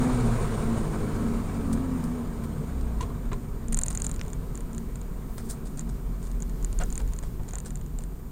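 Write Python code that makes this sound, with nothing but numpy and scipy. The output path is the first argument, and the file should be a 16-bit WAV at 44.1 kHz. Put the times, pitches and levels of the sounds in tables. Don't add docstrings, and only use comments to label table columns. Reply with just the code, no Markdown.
import sys
import numpy as np
from scipy import signal
from scipy.fft import rfft, irfft, next_fast_len
from scipy.io import wavfile
from scipy.ndimage import uniform_filter1d

SR = 44100
rng = np.random.default_rng(int(sys.argv[2]) if len(sys.argv) > 2 else 0)


def int16_out(signal):
    q = np.round(np.clip(np.atleast_2d(signal).T, -1, 1) * 32767)
    wavfile.write(sys.argv[1], SR, q.astype(np.int16))


N = 366471
T = np.arange(N) / SR


# time in seconds, firing rate in Hz.
FIRING_RATE = [(0, 128.4), (.35, 118.6), (.7, 113), (1, 105.1), (1.7, 90.4), (2, 84), (2.3, 78.26),
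               (2.65, 72.4), (3, 54.3), (3.3, 42.16), (3.7, 26.84), (4.2, 27), (5.2, 32), (5.75, 45.33),
               (6.4, 42.7), (7.1, 39.88), (7.6, 36.98), (8.31, 34.45)]
# time in seconds, low tone in dB, overtones in dB.
ENGINE_LEVELS = [(0, -26.5, -40), (.45, -33, -54), (.8, -39.5, -46), (1.35, -37.5, -45), (1.58, -35, -51),
                 (1.7, -37.5, -44.5), (2, -40, -47.5), (2.45, -40.5, -53), (2.8, -32, -49.5),
                 (3.3, -35, -48.5), (3.9, -51, -47), (4.5, -44, -49), (5.6, -37, -63), (6.2, -32.5, -59),
                 (6.75, -30.5, -72), (7.2, -33.5, -49), (7.75, -48, -49.5), (8.31, -47, -64)]
# multiple of the firing rate, level in dB relative to the overtone fader.
OVERTONES = [(1.5, -4), (2, 2), (2.5, -7.5), (3, 1.5), (3.5, -12.5), (4, -5.5), (4.5, -16), (5, -8),
             (6, -12), (7, -21.5), (8, -25.5), (9, -18), (10, -19.5), (11, -18), (12, -25), (13, -19.5),
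             (14, -19)]
# centre in Hz, width in Hz, lift in dB.
CABIN_MODES = [(256, 46, 14), (740, 70, 7), (1120, 130, 7), (1310, 64, 11)]

def engine(waver=0.002, uneven=0.23, jitter_rad=0.044, rough_db=0.7):
    firing_hz = curve(FIRING_RATE) * (1 + waver * drift(13))
    phase = 2 * np.pi * np.cumsum(firing_hz) / SR + jitter_rad * drift(31)
    overtones_db = curve(ENGINE_LEVELS, column=2) + rough_db * drift(35)
    partials = [(0.98, curve(ENGINE_LEVELS))]
    for multiple, db in OVERTONES:
        partials.append((multiple, overtones_db + db + lift_db(multiple * firing_hz, CABIN_MODES)))
    out = np.zeros(N)
    for multiple, db in partials:
        gain = amp(db) * (1 + uneven * drift(3.4))
        out += gain * np.sin(multiple * phase + 2 * np.pi * rng.random())
    return np.sqrt(2) * out


# start in seconds, strength in dB, hard edge in relative dB.
TICKS = [(3.6835, -29.5, -28), (3.7449, -14, -33), (3.7891, -14.5, -9), (3.8349, -13.5, -28),
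         (3.8828, -16.5, -34), (3.9284, -31, -26), (3.9742, -19, -25), (4.0196, -17.5, -13),
         (4.066, -16, -33), (4.1142, -25, -22), (4.1617, -32, -32), (4.234, -45, -25), (4.2499, -44, -15),
         (4.281, -36.5, -20), (4.3022, -41, -25), (4.3321, -28, -26), (4.5543, -30.5, -13),
         (4.5753, -32, -7), (4.6066, -33, -9), (4.7314, -39, -25), (4.7481, -35, -32), (4.7806, -27.5, -21),
         (4.9574, -35, -25), (5.0146, -36, -10), (5.7739, -35, -22), (5.7937, -23, -26), (6.2284, -39, -20),
         (6.27, -41, -22), (6.3154, -37, -18), (6.4036, -35, -7), (6.4228, -26, -51), (6.4959, -39, -20),
         (6.627, -36, -12), (6.6465, -21.5, -22), (6.7284, -31.5, -11), (6.789, -23.5, -30),
         (6.8362, -27, -42), (6.9031, -31.5, -30), (6.9258, -25, -27), (6.955, -25, -8), (6.978, -20, -11),
         (7.0168, -41, -25), (7.0883, -47, -20), (7.1351, -31, -20), (7.1638, -39, -38), (7.1884, -27, -13),
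         (7.488, -33, -32), (7.5087, -35, -31), (7.535, -28.5, -22), (7.555, -24.5, -45), (7.5845, -27, -3),
         (7.602, -29, -30), (7.7057, -32.5, -18), (7.7561, -29, -23), (7.813, -42, -21),
         (7.9875, -29.5, -22), (8.0378, -35, -39)]

def tick_contacts(stray_count=40, stray_db=-43, stray_hard_db=-20, spread_s=0.054, uneven_db=3):
    strays = []
    for k in rng.integers(len(TICKS), size=stray_count):
        start = TICKS[k][0] + spread_s * rng.standard_normal()
        strays.append((start, stray_db + uneven_db * rng.standard_normal(), stray_hard_db))
    return strays + list(TICKS)


# start in seconds, strength in dB.
CHATTERS = [(3.7245, -18), (3.77, -21), (3.8136, -21.5), (3.8598, -24.5), (3.9040, -24), (3.9495, -24),
            (3.9977, -28), (4.0440, -21), (4.0919, -28.5), (4.1398, -36.5)]
# strength in relative dB, hard edge in relative dB.
CHATTER_PATTERN = [(-5.5, -4), (-3.5, 3), (-5, -4)]

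def chatter_contacts(gap_s=0.0023, scatter_s=0.0003, uneven_db=4):
    contacts = []
    for start, db in CHATTERS:
        for n, (softer_db, hard_db) in enumerate(CHATTER_PATTERN):
            lands = start + n * gap_s + scatter_s * rng.standard_normal()
            contacts.append((lands, db + softer_db + uneven_db * rng.uniform(-1, 1), hard_db))
    return contacts


# pitch in Hz, level in dB before the tilt, t60 in seconds.
TICK_MODES = [(6630, -19, 0.0046), (7100, 5.5, 0.003), (8680, 0, 0.0034)]
# frequency in Hz, level in dB.
PANEL_COLOUR = [(200, 12), (900, 3.5), (1600, 2.5), (2500, -2.5), (3400, -4), (4400, 0), (5400, -14),
                (11000, -30), (16000, -22)]
EDGE_COLOUR = [(1000, -10), (2000, -10), (5000, -20), (7500, -5), (9700, 21), (11800, -4), (13800, 4),
               (16000, -6)]

def rattle(contacts, detune=0.02, rise_s=0.00058, rebound=0.25, ring_db=2, ping_hz=14800):
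    t = np.arange(2048) / SR
    band = signal.butter(4, [5900, 9900], "bandpass", fs=SR, output="sos")
    out = np.zeros(N)
    for start, db, hard_db in contacts:
        tilt_db = 20.5 + 0.87 * hard_db
        ring = np.zeros(len(t))
        for hz, mode_db, t60 in TICK_MODES:
            level_db = mode_db + tilt_db * np.log2(hz) + 2 * rng.standard_normal()
            shifted_hz = hz * (1 + detune * rng.standard_normal())
            ring += decay(t, level_db, t60) * np.sin(2 * np.pi * shifted_hz * t)
        ring *= 1 - np.exp(-t / rise_s)
        blows = decay(t, -27, t60=0.02) * rng.standard_normal(len(t)) / 2
        blows[0] += 1
        blows[int(rng.uniform(0.0012, 0.004) * SR)] += rebound * rng.random()
        ring = signal.sosfilt(band, signal.fftconvolve(ring, blows)[:len(t)])
        ring *= amp(ring_db) / abs(ring).max()
        tap_db = -21 + 0.45 * db + 0.096 * hard_db
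        tap = noise(PANEL_COLOUR, size=len(t)) * decay(t, tap_db, t60=0.021) / 2
        edge = noise(EDGE_COLOUR, size=len(t)) * decay(t, hard_db - 5, t60=0.0049)
        ping = decay(t, -31, t60=0.002) * np.sin(2 * np.pi * ping_hz * t)
        add(out, start, amp(db) * (ring + ping + edge) + tap)
    return out


# start in seconds, level in dB, clatter t60 in seconds,
# brightness in dB per octave, ring pitch in Hz, hollow ring in relative dB, thud in dB.
KNOCKS = [(3.006, -40, 0.13, 4.5, 994, 15.5, -29.5), (3.029, -40.5, 0.064, -1, 1060, 12, -32.5),
          (3.102, -46, .04, -12, 1060, 8.5, -52), (3.315, -32.5, 0.076, -2.5, 1080, -13, -32),
          (3.329, -42, 0.096, 0.5, 1026, 12, -31), (6.8, -35, 0.065, 0, 660, -7, -55),
          (6.8056, -35, 0.053, -4, 670, 3, -50), (6.812, -33.5, 0.039, 1, 1465, 1, -58),
          (6.818, -30.5, 0.084, -4.5, 728, 5.5, -54), (6.831, -39, 0.062, -8, 1730, -4, -58),
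          (6.996, -39, 0.089, -4, 934, 0, -55), (7.393, -32, 0.16, -7, 884, -10, -60),
          (7.532, -40.5, 0.081, -2, 1000, -17, -60), (7.562, -41, 0.054, -2, 993, -14, -60)]
# multiple of the ring pitch, level in dB, t60 in seconds.
TRIM_MODES = [(1, 0, .055), (2.02, -15, .03), (2.35, -19, .03), (2.85, -20, .035), (3.1, -22, .03),
              (3.85, -17, .035)]
# frequency in Hz, level in dB.
CLATTER_COLOUR = [(100, -23), (450, -1.5), (750, 1.5), (1500, 0), (2500, -9), (4000, -11), (5200, -21),
                  (7000, -15), (9000, -16), (12000, -33), (16000, -42)]
THUD_COLOUR = [(30, -26), (55, -8), (85, 24.5), (130, -8), (250, -2), (460, 7), (700, -49)]

def knocks(rise_s=0.0022, thud_t60=0.15):
    t = np.arange(8192) / SR
    attack = 1 - np.exp(-t / rise_s)
    out = np.zeros(N)
    for start, db, t60, bright_db, ring_hz, hollow_db, thud_db in KNOCKS:
        clatter = noise(CLATTER_COLOUR, tilt_db=bright_db, size=len(t)) * decay(t, db, t60)
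        ring = sum(decay(t, mode_db, mode_t60) * sine(t, multiple * ring_hz)
                   for multiple, mode_db, mode_t60 in TRIM_MODES)
        thud = noise(THUD_COLOUR, size=len(t)) * decay(t, thud_db, thud_t60)
        add(out, start, attack * (clatter + amp(db + hollow_db) * ring + thud))
    return out


# start in seconds, peak in dB.
SNAPS = [(3.01, -29), (3.028, -34), (3.331, -29), (4.194, -30), (4.2128, -21), (7.002, -33)]
# delay in seconds, relative gain.
SNAP_CLICKS = [(0, 0.85), (.0004, .8), (.00095, 1), (.0018, 0.32)]
# frequency in Hz, level in dB.
SNAP_COLOUR = [(600, -4), (1200, 5.5), (1900, 2), (2800, 4), (4500, -6), (6900, 1.5), (8000, -10),
               (9000, -1), (11000, -15)]

def snaps(click_t60=0.0032, tail_db=-21, tail_t60=0.013, top_hz=9000):
    t = np.arange(2048) / SR
    envelope = decay(t, tail_db, tail_t60)
    for delay, gain in SNAP_CLICKS:
        add(envelope, delay, gain * decay(t, 0, click_t60))
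    soft_plastic = signal.butter(8, top_hz, fs=SR, output="sos")
    out = np.zeros(N)
    for start, db in SNAPS:
        snap = signal.sosfilt(soft_plastic, envelope * noise(SNAP_COLOUR, size=len(t)))
        add(out, start, amp(db) * snap / abs(snap).max())
    return out


# start, swell and t60 in seconds, then dull rub, bright swish and airy fizz in dB.
SCUFFS = [(1.726, .004, .07, -44, -37, -46), (2.037, .0015, 0.075, -46, -43.5, -48),
          (2.435, .004, 0.073, -43, -49, -50), (2.808, .003, .046, -45, -51, -58),
          (3.899, 0.011, .17, -48, -46, -70), (4.036, 0.0072, 0.16, -61, -43, -75),
          (5.24, 0.12, 0.64, -71, -66, -51), (5.376, 0.0072, .18, -43.5, -48.5, -62),
          (5.39, 0.081, .4, -66, -56, -58), (5.487, 0.017, 0.13, -47, -36, -41),
          (5.651, 0.0074, 0.17, -51, -49, -64), (5.772, .009, .14, -48, -48, -69),
          (5.887, 0.0072, 0.079, -50, -48, -66), (6.2, .045, .4, -57, -52.5, -70),
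          (6.807, 0.0059, 0.076, -39, -43, -78), (6.99, 0.005, .1, -46, -47, -78),
          (7.225, .01, .16, -43.5, -50.5, -68), (7.477, 0.0093, 0.15, -48, -53, -70),
          (7.654, 0.0052, 0.12, -44.5, -40.5, -56)]
# frequency in Hz, level in dB.
RUB_COLOUR = [(150, 0), (600, 5.5), (1000, -2), (1600, 0.5), (2500, -11), (5000, -9), (12000, -28)]
SWISH_COLOUR = [(1000, -27), (2500, -13), (4000, 2), (5500, 2), (7000, 6.5), (8800, 12), (11000, -3),
                (15500, -17)]
FIZZ_COLOUR = [(3000, -25), (6500, -9), (9000, -5), (12000, -3), (15500, 2)]

def scuffs(grain_db=2, gain_db=-2):
    t = np.arange(SR // 2) / SR
    out = np.zeros(N)
    for start, swell_s, t60, rub_db, swish_db, fizz_db in SCUFFS:
        stroke = np.minimum(t / swell_s, 1) * decay(np.maximum(t - swell_s, 0), 0, t60)
        layers = [(rub_db, RUB_COLOUR), (swish_db, SWISH_COLOUR), (fizz_db, FIZZ_COLOUR)]
        friction = sum(amp(db) * noise(colour, size=len(t)) for db, colour in layers)
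        add(out, start, stroke * friction)
    return out * amp(gain_db + grain_db * drift(240))


# time of the peak in seconds, body heave in dB, tyre ring in dB.
BUMPS = [(1.701, -42, -34), (2.88, -36, -51), (3.299, -36, -48.5), (3.76, -24.5, -36.5), (4.77, -48, -41.5),
         (5.62, -43, -45.5)]
TYRE_HZ = 228.3

def bumps(length_s=0.26, heave_hz=28):
    t = np.arange(0, length_s, 1 / SR)
    swell = np.sqrt(2) * np.sin(np.pi * t / length_s)
    out = np.zeros(N)
    for peak_s, heave_db, ring_db in BUMPS:
        swing = amp(heave_db) * sine(t, heave_hz) + amp(ring_db) * sine(t, TYRE_HZ)
        add(out, peak_s - length_s / 2, swell * swing)
    return out


# time in seconds, level in dB.
SHAKE_LEVELS = [(0, -26.5), (1.8, -31), (2.2, -32), (3.6, -35.5), (4.1, -30), (5.3, -31.5), (6.3, -31),
                (6.8, -26), (7.8, -32), (8.31, -31.5)]
TYRE_LEVELS = [(0, -29), (.8, -34), (1.4, -35.5), (2.2, -39.5), (3.4, -45), (4.3, -54.5), (5.8, -45.5),
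               (6.8, -51.5), (7.5, -57), (8.31, -50)]
ROAR_LEVELS = [(0, -34.5), (1, -39.5), (2, -44.5), (3, -48), (3.5, -51.5), (3.9, -50.5), (4.6, -51.5),
               (6, -53.5), (6.9, -54), (8.31, -59.5)]
# frequency in Hz, level in dB.
SHAKE_COLOUR = [(5, -26), (14, 5), (25, 10), (45, 12.5), (60, 4), (80, -4), (130, -11), (200, -43.5)]
RUMBLE_COLOUR = [(40, 1), (70, -9), (115, -2.5), (160, 3.5), (195, -4.5), (260, -5), (315, -15), (370, -9),
                 (450, -16.5), (540, -26.5), (900, -66)]
ROAR_COLOUR = [(250, -8), (500, -0.5), (700, 1), (820, -4), (1050, 2), (1500, -5.5), (2000, -10.5),
               (2800, -16), (4000, -17), (5500, -21), (7000, -18.5), (8800, -16.5), (10500, -25),
               (15000, -51)]
HISS_COLOUR = [(1000, 17), (4000, -9), (5600, -9), (6900, 4.5), (7800, 2), (8800, 5), (10500, -6),
               (12500, -28), (14000, -10), (16000, -6)]
# centre in Hz, width in Hz, lift in dB.
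ROAR_PEAKS = [(435.6, 126, 14), (680, 84, 3), (920, 190, 3), (1290, 9.8, 8), (1543, 110, 2.5),
              (2294, 95, 6.5), (3170, 51, -1.5), (6900, 480, 4), (8860, 490, 6)]

def road(lumpy_db=0.84, rumble_follows=0.43, tyre_width_hz=6.3, patchy=0.25, grain_db=0.84, hiss_db=-57):
    roar_db = curve(ROAR_LEVELS)
    lumps_db = lumpy_db * drift(6.3)
    shake = amp(curve(SHAKE_LEVELS) - 3 + lumps_db) * noise(SHAKE_COLOUR)
    rumble = amp(rumble_follows * roar_db - 15 + lumps_db) * noise(RUMBLE_COLOUR)
    phase = 2 * np.pi * TYRE_HZ * T
    tyres = drift(tyre_width_hz) * np.cos(phase) + drift(tyre_width_hz) * np.sin(phase)
    tyres *= amp(curve(TYRE_LEVELS))
    bands = signal.stft(noise(ROAR_COLOUR, ROAR_PEAKS), nperseg=512)[2]
    patches = uniform_filter1d(rng.standard_normal(bands.shape), size=4, axis=0)
    patches = unit(uniform_filter1d(patches, size=8, axis=1))
    roar = unit(signal.istft(bands * np.exp(patchy * np.tanh(patches)))[1][:N])
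    roar *= amp(roar_db + 1 + grain_db * drift(37))
    return shake + rumble + tyres + roar + amp(hiss_db) * noise(HISS_COLOUR)


def cabin(sound, wet_db=-18, t60=0.011):
    t = np.arange(SR // 8) / SR
    tail = rng.standard_normal(len(t)) * decay(t, 0, t60) * (t > 0.002)
    return sound + amp(wet_db) * signal.oaconvolve(sound, tail / np.linalg.norm(tail))[:N]


def amp(db):
    return 10 ** (np.asarray(db) / 20)


def decay(t, db, t60):
    return amp(db - 60 * t / t60)


def sine(t, hz):
    return np.sin(2 * np.pi * (hz * t + rng.random()))


def unit(x):
    return x / np.sqrt(np.mean(x ** 2) + 1e-20)


def curve(rows, column=1):
    rows = np.asarray(rows, float)
    return np.interp(T, rows[:, 0], rows[:, column])


def lift_db(hz, modes):
    return sum(db / (1 + (2 * (hz - centre) / width) ** 2) for centre, width, db in modes)


def noise(colour, modes=(), tilt_db=0, size=N):
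    length = next_fast_len(size)
    hz = np.fft.rfftfreq(length, 1 / SR) + 1
    points_hz, points_db = np.transpose(colour)
    db = np.interp(np.log(hz), np.log(points_hz), points_db)
    db += lift_db(hz, modes) + tilt_db * np.log2(hz)
    return unit(irfft(rfft(rng.standard_normal(length)) * amp(db), length)[:size])


def drift(rate_hz):
    length = next_fast_len(N)
    hz = np.fft.rfftfreq(length, 1 / SR)
    return unit(irfft(rfft(rng.standard_normal(length)) * np.exp(-(hz / rate_hz) ** 2), length)[:N])


def add(mix, start, sound):
    part = mix[max(round(start * SR), 0):][:len(sound)]
    part += sound[:len(part)]


def scene():
    driving = engine() + road() + bumps()
    close_sounds = rattle(chatter_contacts() + tick_contacts()) + snaps() + knocks() + scuffs()
    return (driving + cabin(close_sounds))[None]


def record(dry, whine_hz=13714.3, whine_db=-65, top_hz=15900):
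    whine = np.sqrt(2) * amp(whine_db) * np.sin(2 * np.pi * whine_hz * T)
    low_pass = signal.firwin(511, top_hz, window=("kaiser", 9), fs=SR)
    return signal.oaconvolve(dry + whine, low_pass[None], "same")


dry = scene()
out = record(dry)
int16_out(out)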